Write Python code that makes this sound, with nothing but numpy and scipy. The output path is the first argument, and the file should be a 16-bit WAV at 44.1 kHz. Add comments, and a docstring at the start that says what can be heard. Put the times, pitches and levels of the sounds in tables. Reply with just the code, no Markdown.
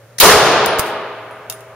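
"""Indoor range, in a booth: one pistol shot. The striker snaps, the muzzle blast overloads the
microphone and the concrete hall roars on. Gain control ducks too late, so the early roar clips.
The spent brass casing clinks off the booth's steel wall and the hard surfaces below.
Ventilation hums throughout."""
import sys
import numpy as np
from scipy import signal
from scipy.fft import rfft, irfft, next_fast_len
from scipy.io import wavfile
from scipy.ndimage import uniform_filter1d

SR = 44100
rng = np.random.default_rng(int(sys.argv[2]) if len(sys.argv) > 2 else 0)


def file_out(sig):
    """Save sig as 16-bit WAV at sys.argv[1]."""
    # one column per channel
    cols = np.atleast_2d(sig).T
    # limit, then scale
    lim = np.clip(cols, -1, 1)
    pcm = np.round(lim * 32767).astype(np.int16)
    wavfile.write(sys.argv[1], SR, pcm)


N = 77175

SHOT_S, HALL_DELAY_S = 0.2, 0.019
MODE_SIDE_DB = -22.5  # stereo spread of the wall and boom tones


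def amp(db):
    """Decibels to gain."""
    return 10 ** (np.asarray(db) / 20)


def unit(x):
    """Scale to rms 1."""
    return x / np.sqrt(np.mean(x ** 2) + 1e-20)


def along(points, hz):
    """Interpolate (frequency [Hz], value) points on a log axis."""
    freqs, values = np.transpose(points)
    return np.interp(np.log(hz + 1), np.log(freqs + 1), values)


def filtered(x, response):
    """Apply the gain response(hz) by FFT."""
    size = next_fast_len(N + SR // 4)
    return irfft(rfft(x, size) * response(np.fft.rfftfreq(size, 1 / SR)), size)[..., :N]


def since(start_s):
    """Seconds since start_s, zero before."""
    return np.maximum(np.arange(N) / SR - start_s, 0)


def fall(start_s, t60_s, rise_s=0.00029):
    """Envelope with exponential rise and decay."""
    t = since(start_s)
    return (1 - np.exp(-t / rise_s)) * np.exp(-np.log(1000) * t / t60_s)


def pan(db):
    """Stereo gains, left over right by db."""
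    return amp(np.array([[db], [-db]]) / 2)


def spread(x, side_db):
    """A ringing sound reaches the two microphones out of phase."""
    side = np.imag(signal.hilbert(x, next_fast_len(2 * N))[:N])
    return x + amp(side_db) * np.array([side, -side])


def noise(spectrum, width=None):
    """Coloured stereo noise, rms 1; by default wider in the treble."""
    # (frequency [Hz], side over mid [dB])
    room_width = [(60, -22), (160, -18), (500, -16.5), (1200, -10.5), (2000, -10), (3300, -1), (6000, 0.5),
                  (15000, 2.5)]

    def mid_side_gains(hz):
        angle = np.arctan(amp(along(width or room_width, hz)))
        return amp(along(spectrum, hz)) * [np.cos(angle), np.sin(angle)]

    mid, side = filtered(rng.standard_normal((2, N)), mid_side_gains)
    return unit(np.array([mid + side, mid - side]))


def burst(x, envelope):
    """Noise under a short envelope, scaled to the envelope's energy."""
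    return unit(x * envelope) * np.sqrt(np.mean(envelope ** 2))


def fading(x, start_s, t60s):
    """From start_s, each frequency decays at its own rate."""
    hz, t, bins = signal.stft(x, SR, nperseg=1024)
    decay = np.exp(-np.log(1000) * np.maximum(t - start_s, 0) / along(t60s, hz)[:, None])
    return signal.istft(bins * decay, SR)[1][:, :N]


def ring(modes, start_s, rise_s):
    """Struck damped modes, levels scattered by 1 dB."""
    t = since(start_s)
    return sum(amp(db + rng.normal()) * fall(start_s, t60_s, rise_s) * np.sin(2 * np.pi * hz * t)
               for hz, db, t60_s in modes)


def echo(x, tail):
    """Convolve with a stereo tail, left channel scaled to energy 1."""
    return signal.fftconvolve(x, tail / np.linalg.norm(tail[0]), axes=1)[:, :N]


def ventilation():
    """Rushing air and a slightly unsteady motor hum."""
    # airflow (frequency [Hz], level [dB])
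    air_spectrum = [(25, -25), (70, -8.5), (120, 3), (220, -9.5), (460, -4), (575, 6.5), (700, -8),
                    (1500, -8.5), (3000, -19), (15000, -25.5)]
    air_db, hum_db, hum_hz = -46, -50.5, 117.5
    drift = filtered(rng.standard_normal(N), lambda hz: np.exp(-(hz / 5) ** 2))
    hum = np.sqrt(2) * np.sin(2 * np.pi * hum_hz * since(0) + 1.3 * unit(drift))
    return amp(air_db) * noise(air_spectrum) + amp(hum_db) * hum


def bench_thud():
    """The casing lands on the bench."""
    # impact (frequency [Hz], level [dB])
    thud_spectrum = [(25, -20), (70, -4), (140, 15), (300, -16), (3000, -65)]
    return amp(-15) * burst(noise(thud_spectrum), fall(0.7935, t60_s=0.037))


def steel_knocks():
    """Hard casing hits clack and ring the steel's bright modes."""
    # hits (time [s], clack [dB], ring [dB])
    knocks = [(0.7927, -10.5, -32), (1.501, -20.5, -30.5), (1.5238, -20, -42)]
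    # impact (frequency [Hz], level [dB])
    clack_spectrum = [(400, -18), (3000, -1), (6000, -1), (14000, -8)]
    # struck steel (frequency [Hz], level [dB], t60 [s])
    steel_modes = [(2790, 3, 0.032), (3706, 0.5, 0.03), (5390, -4, .024), (6460, -1, 0.018)]
    clack = noise(clack_spectrum)
    hits = np.zeros((2, N))
    for at_s, clack_db, ring_db in knocks:
        hits += amp(clack_db) * burst(clack, fall(at_s, t60_s=0.0097))
        hits += amp(ring_db) * spread(ring(steel_modes, at_s, rise_s=0.00079), side_db=-5)
    return hits


def clink_reverb(impacts, brass):
    """The booth echoes the impacts; the hall echoes impacts and brass ring."""
    # hall decay (frequency [Hz], t60 [s])
    tail_t60s = [(3000, 0.49), (8000, 0.51), (15000, 0.3)]
    booth_tail = rng.standard_normal((2, N)) * fall(0.0023, t60_s=0.097)
    hall_tail = fading(rng.standard_normal((2, N)), 0, tail_t60s) * (1 - np.exp(-since(0) / 0.022))
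    return amp(-6) * echo(impacts, booth_tail) + amp(-16.5) * echo(impacts + brass, hall_tail)


def casing():
    """Contacts click and ring the spinning brass; a soft room echo rustles after the bench hit."""
    # casing contacts, plus the room echo at 0.859 s
    # (time [s], click [dB], click t60 [s], ring [dB], ring t60 [s], room send [dB], left-right [dB])
    events = [(.4394, -28, 0.012, -7, 0.046, 0, -3), (.66, 3, 0.0055, -21.5, 0.25, -3, 8),
              (0.786, -16.5, 0.023, -55, .05, 1, -14), (0.7939, -2.5, 0.022, -46, .05, -1.5, 1),
              (.859, -33.5, 0.17, -60, .05, 4.5, 0), (1.3102, -38.5, 0.0099, -43, 0.18, 0, 8),
              (1.4985, -6, .012, -46, 0.11, 0.5, 3.5), (1.5236, -28, .03, -22.5, 0.1, -2, 6),
              (1.6063, -31, 0.015, -65, .05, 0, 0)]
    # click (frequency [Hz], level [dB])
    click_spectrum = [(300, -31), (1500, -29), (2700, -6), (6800, -1), (9200, 2), (11500, -0.5),
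                      (15500, -1)]
    # beating pair of casing modes (frequency [Hz], level [dB])
    brass_modes = [(9880, -5.5), (9520, -18)]
    # short top mode (frequency [Hz], level [dB], t60 [s])
    top_mode = [(13780, -8, 0.0067)]
    tumble_hz, tumble_depth, click_rise_s = 40, 0.51, 0.00072
    click = noise(click_spectrum)
    direct = room_send = steel_knocks()
    thud = bench_thud()
    brass = np.zeros(N)
    for at_s, click_db, click_t60_s, ring_db, ring_t60_s, send_db, pan_db in events:
        tick = amp(click_db) * burst(click, fall(at_s, click_t60_s, click_rise_s))
        ping = amp(click_db) * ring(top_mode, at_s, click_rise_s)
        direct = direct + pan(pan_db) * (tick + ping)
        room_send = room_send + amp(send_db) * tick
        tumble = 1 + tumble_depth * np.cos(2 * np.pi * tumble_hz * since(at_s))
        modes = [(hz, db, ring_t60_s) for hz, db in brass_modes]
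        brass += amp(ring_db) * tumble * ring(modes, at_s, rise_s=0.0063)
    return thud + direct + spread(brass, side_db=-5) + clink_reverb(room_send, brass)


def wall():
    """The steel booth wall rings from the blast, then faintly from the casing's late knock."""
    # (frequency [Hz], level from blast [dB], level from knock [dB], t60 [s])
    wall_modes = [(398.5, -23.5, -40.5, 2.2), (423, -16.5, -67, 2.47), (507, -25.5, -62.5, 3.07),
                  (641.6, -12.5, -39.5, 2.36), (1217, -18.5, -63, 2.4)]
    blown = ring([(hz, db, t60) for hz, db, _, t60 in wall_modes], SHOT_S + HALL_DELAY_S, rise_s=0.058)
    knocked = ring([(hz, db, t60) for hz, _, db, t60 in wall_modes], start_s=1.5, rise_s=0.0063)
    return spread(blown + knocked, MODE_SIDE_DB)


def boom():
    """A resonance of the range swells at each return of the blast wave."""
    # (time [s], level [dB])
    wave_returns = [(0.274, 4.5), (.335, 3.5), (.51, -7), (0.621, -4.5)]
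    resonance_hz = 424
    swells = sum(amp(db) * fall(at_s, t60_s=0.2, rise_s=0.021) for at_s, db in wave_returns)
    return spread(swells * np.sin(2 * np.pi * resonance_hz * since(SHOT_S)), MODE_SIDE_DB)


def hall():
    """The roar builds, surges with baffle echoes, darkens as it dies and leaves a faint tail."""
    # reverberation (frequency [Hz], level [dB])
    roar_spectrum = [(25, -55), (65, -16), (130, -11), (270, -12), (410, -2.5), (700, -3), (1300, -4),
                     (2000, -11.5), (3000, -12), (5000, -11), (7000, -13), (10000, -12), (15000, -14.5)]
    # its decay (frequency [Hz], t60 [s])
    roar_t60s = [(60, 1.36), (400, 1.685), (1400, 1.652), (3000, 1.528), (5000, 1.085), (8000, 0.69),
                 (13000, 0.47)]
    # ceiling baffle echoes (time [s], level [dB])
    slap_echoes = [(.254, -3.5), (0.285, 9), (0.309, 7.5), (.457, -5.5), (0.511, -11.5)]
    # their colour (frequency [Hz], level [dB])
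    slap_spectrum = [(150, -18), (500, -1.5), (1400, 2), (7000, -9), (14000, -18)]
    # slowly fading midrange tail of the roar (frequency [Hz], level [dB])
    tail_spectrum = [(60, -31.5), (250, -14), (800, -1), (1500, -3.5), (2800, -13), (5000, -33),
                     (12000, -58)]
    roar = amp(6.5) * fading(noise(roar_spectrum), SHOT_S, roar_t60s)
    surges = sum(amp(db) * fall(at_s, t60_s=0.086, rise_s=0.01) for at_s, db in slap_echoes)
    slaps = surges * noise(slap_spectrum)
    tail = amp(-24) * fall(SHOT_S, t60_s=4.55) * noise(tail_spectrum)
    build_up = 1 - np.exp(-since(SHOT_S + HALL_DELAY_S) / 0.015)
    return (roar + slaps + tail) * build_up


def striker():
    """The sear slips and the striker lands, just ahead of the blast."""
    # pistol action (frequency [Hz], level [dB])
    action_spectrum = [(200, -12.5), (1200, -11), (1900, 2), (2500, -8), (3500, -1.5), (6300, 4.5),
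                       (7600, -6), (9500, 4.5), (12000, -7)]
    strike_s, slip_lead_s = 0.188, 0.0054
    action = noise(action_spectrum)
    slip = amp(-15) * burst(action, fall(strike_s - slip_lead_s, t60_s=0.079, rise_s=0.0018))
    snap = amp(-5) * burst(action, fall(strike_s, t60_s=0.0019))
    return slip + snap


def shot():
    """Muzzle blast, its first echoes in the booth and gas gusts on the microphone."""
    # muzzle blast (frequency [Hz], level [dB])
    blast_spectrum = [(100, -29), (600, -18), (2000, -5), (4500, 3), (7000, -3.5), (14000, 3.5)]
    # echoes between the booth walls (frequency [Hz], level [dB])
    booth_spectrum = [(100, -25), (500, -10), (1500, -2.5), (4400, 1.5), (5500, -10), (15000, -7.5)]
    # muzzle gas (frequency [Hz], level [dB])
    gas_spectrum = [(20, -22), (55, 3), (85, -5), (160, -27.5), (1000, -80)]
    # its arrivals (time [s], level [dB])
    gas_hits = [(0.232, -8.5), (.285, -13), (.338, -8.5)]
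    booth_delay_s = 0.0063
    blast = amp(17) * fall(SHOT_S, t60_s=0.04) * noise(blast_spectrum, width=[(1000, 0.59)])
    booth = amp(9) * fall(SHOT_S + booth_delay_s, t60_s=0.083, rise_s=0.0061) * noise(booth_spectrum)
    gas = noise(gas_spectrum)
    gusts = sum(amp(db) * burst(gas, fall(at_s, t60_s=0.1, rise_s=0.0096)) for at_s, db in gas_hits)
    return blast + booth + gusts


def scene():
    """All sources at the two microphones."""
    return striker() + shot() + pan(0.5) * (hall() + wall() + boom()) + casing() + ventilation()


def record(dry):
    """Slow gain control, clipping, a narrow treble notch and the band limit."""
    threshold_db, slope, lag_s = -8.5, 0.78, 0.095
    notch_hz, notch_width_hz, notch_depth = 7830, 265, 0.77
    ceiling, top_hz = 0.97, 15700
    power = np.abs(uniform_filter1d(np.mean(dry ** 2, axis=0), size=441))
    excess_db = np.maximum(10 * np.log10(power + 1e-12) - threshold_db, 0)
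    pole = np.exp(-1 / (lag_s * SR))
    ducked = dry * amp(-slope * signal.lfilter([1 - pole], [1, -pole], excess_db))
    clipped = ducked / (1 + np.abs(ducked / ceiling) ** 12) ** (1 / 12)
    notch = lambda hz: 1 - notch_depth * np.exp(-((hz - notch_hz) / notch_width_hz) ** 2)
    low_pass = lambda hz: 1 / np.sqrt(1 + (hz / top_hz) ** 240)
    return filtered(clipped, lambda hz: notch(hz) * low_pass(hz))


dry = scene()
out = record(dry)
file_out(out)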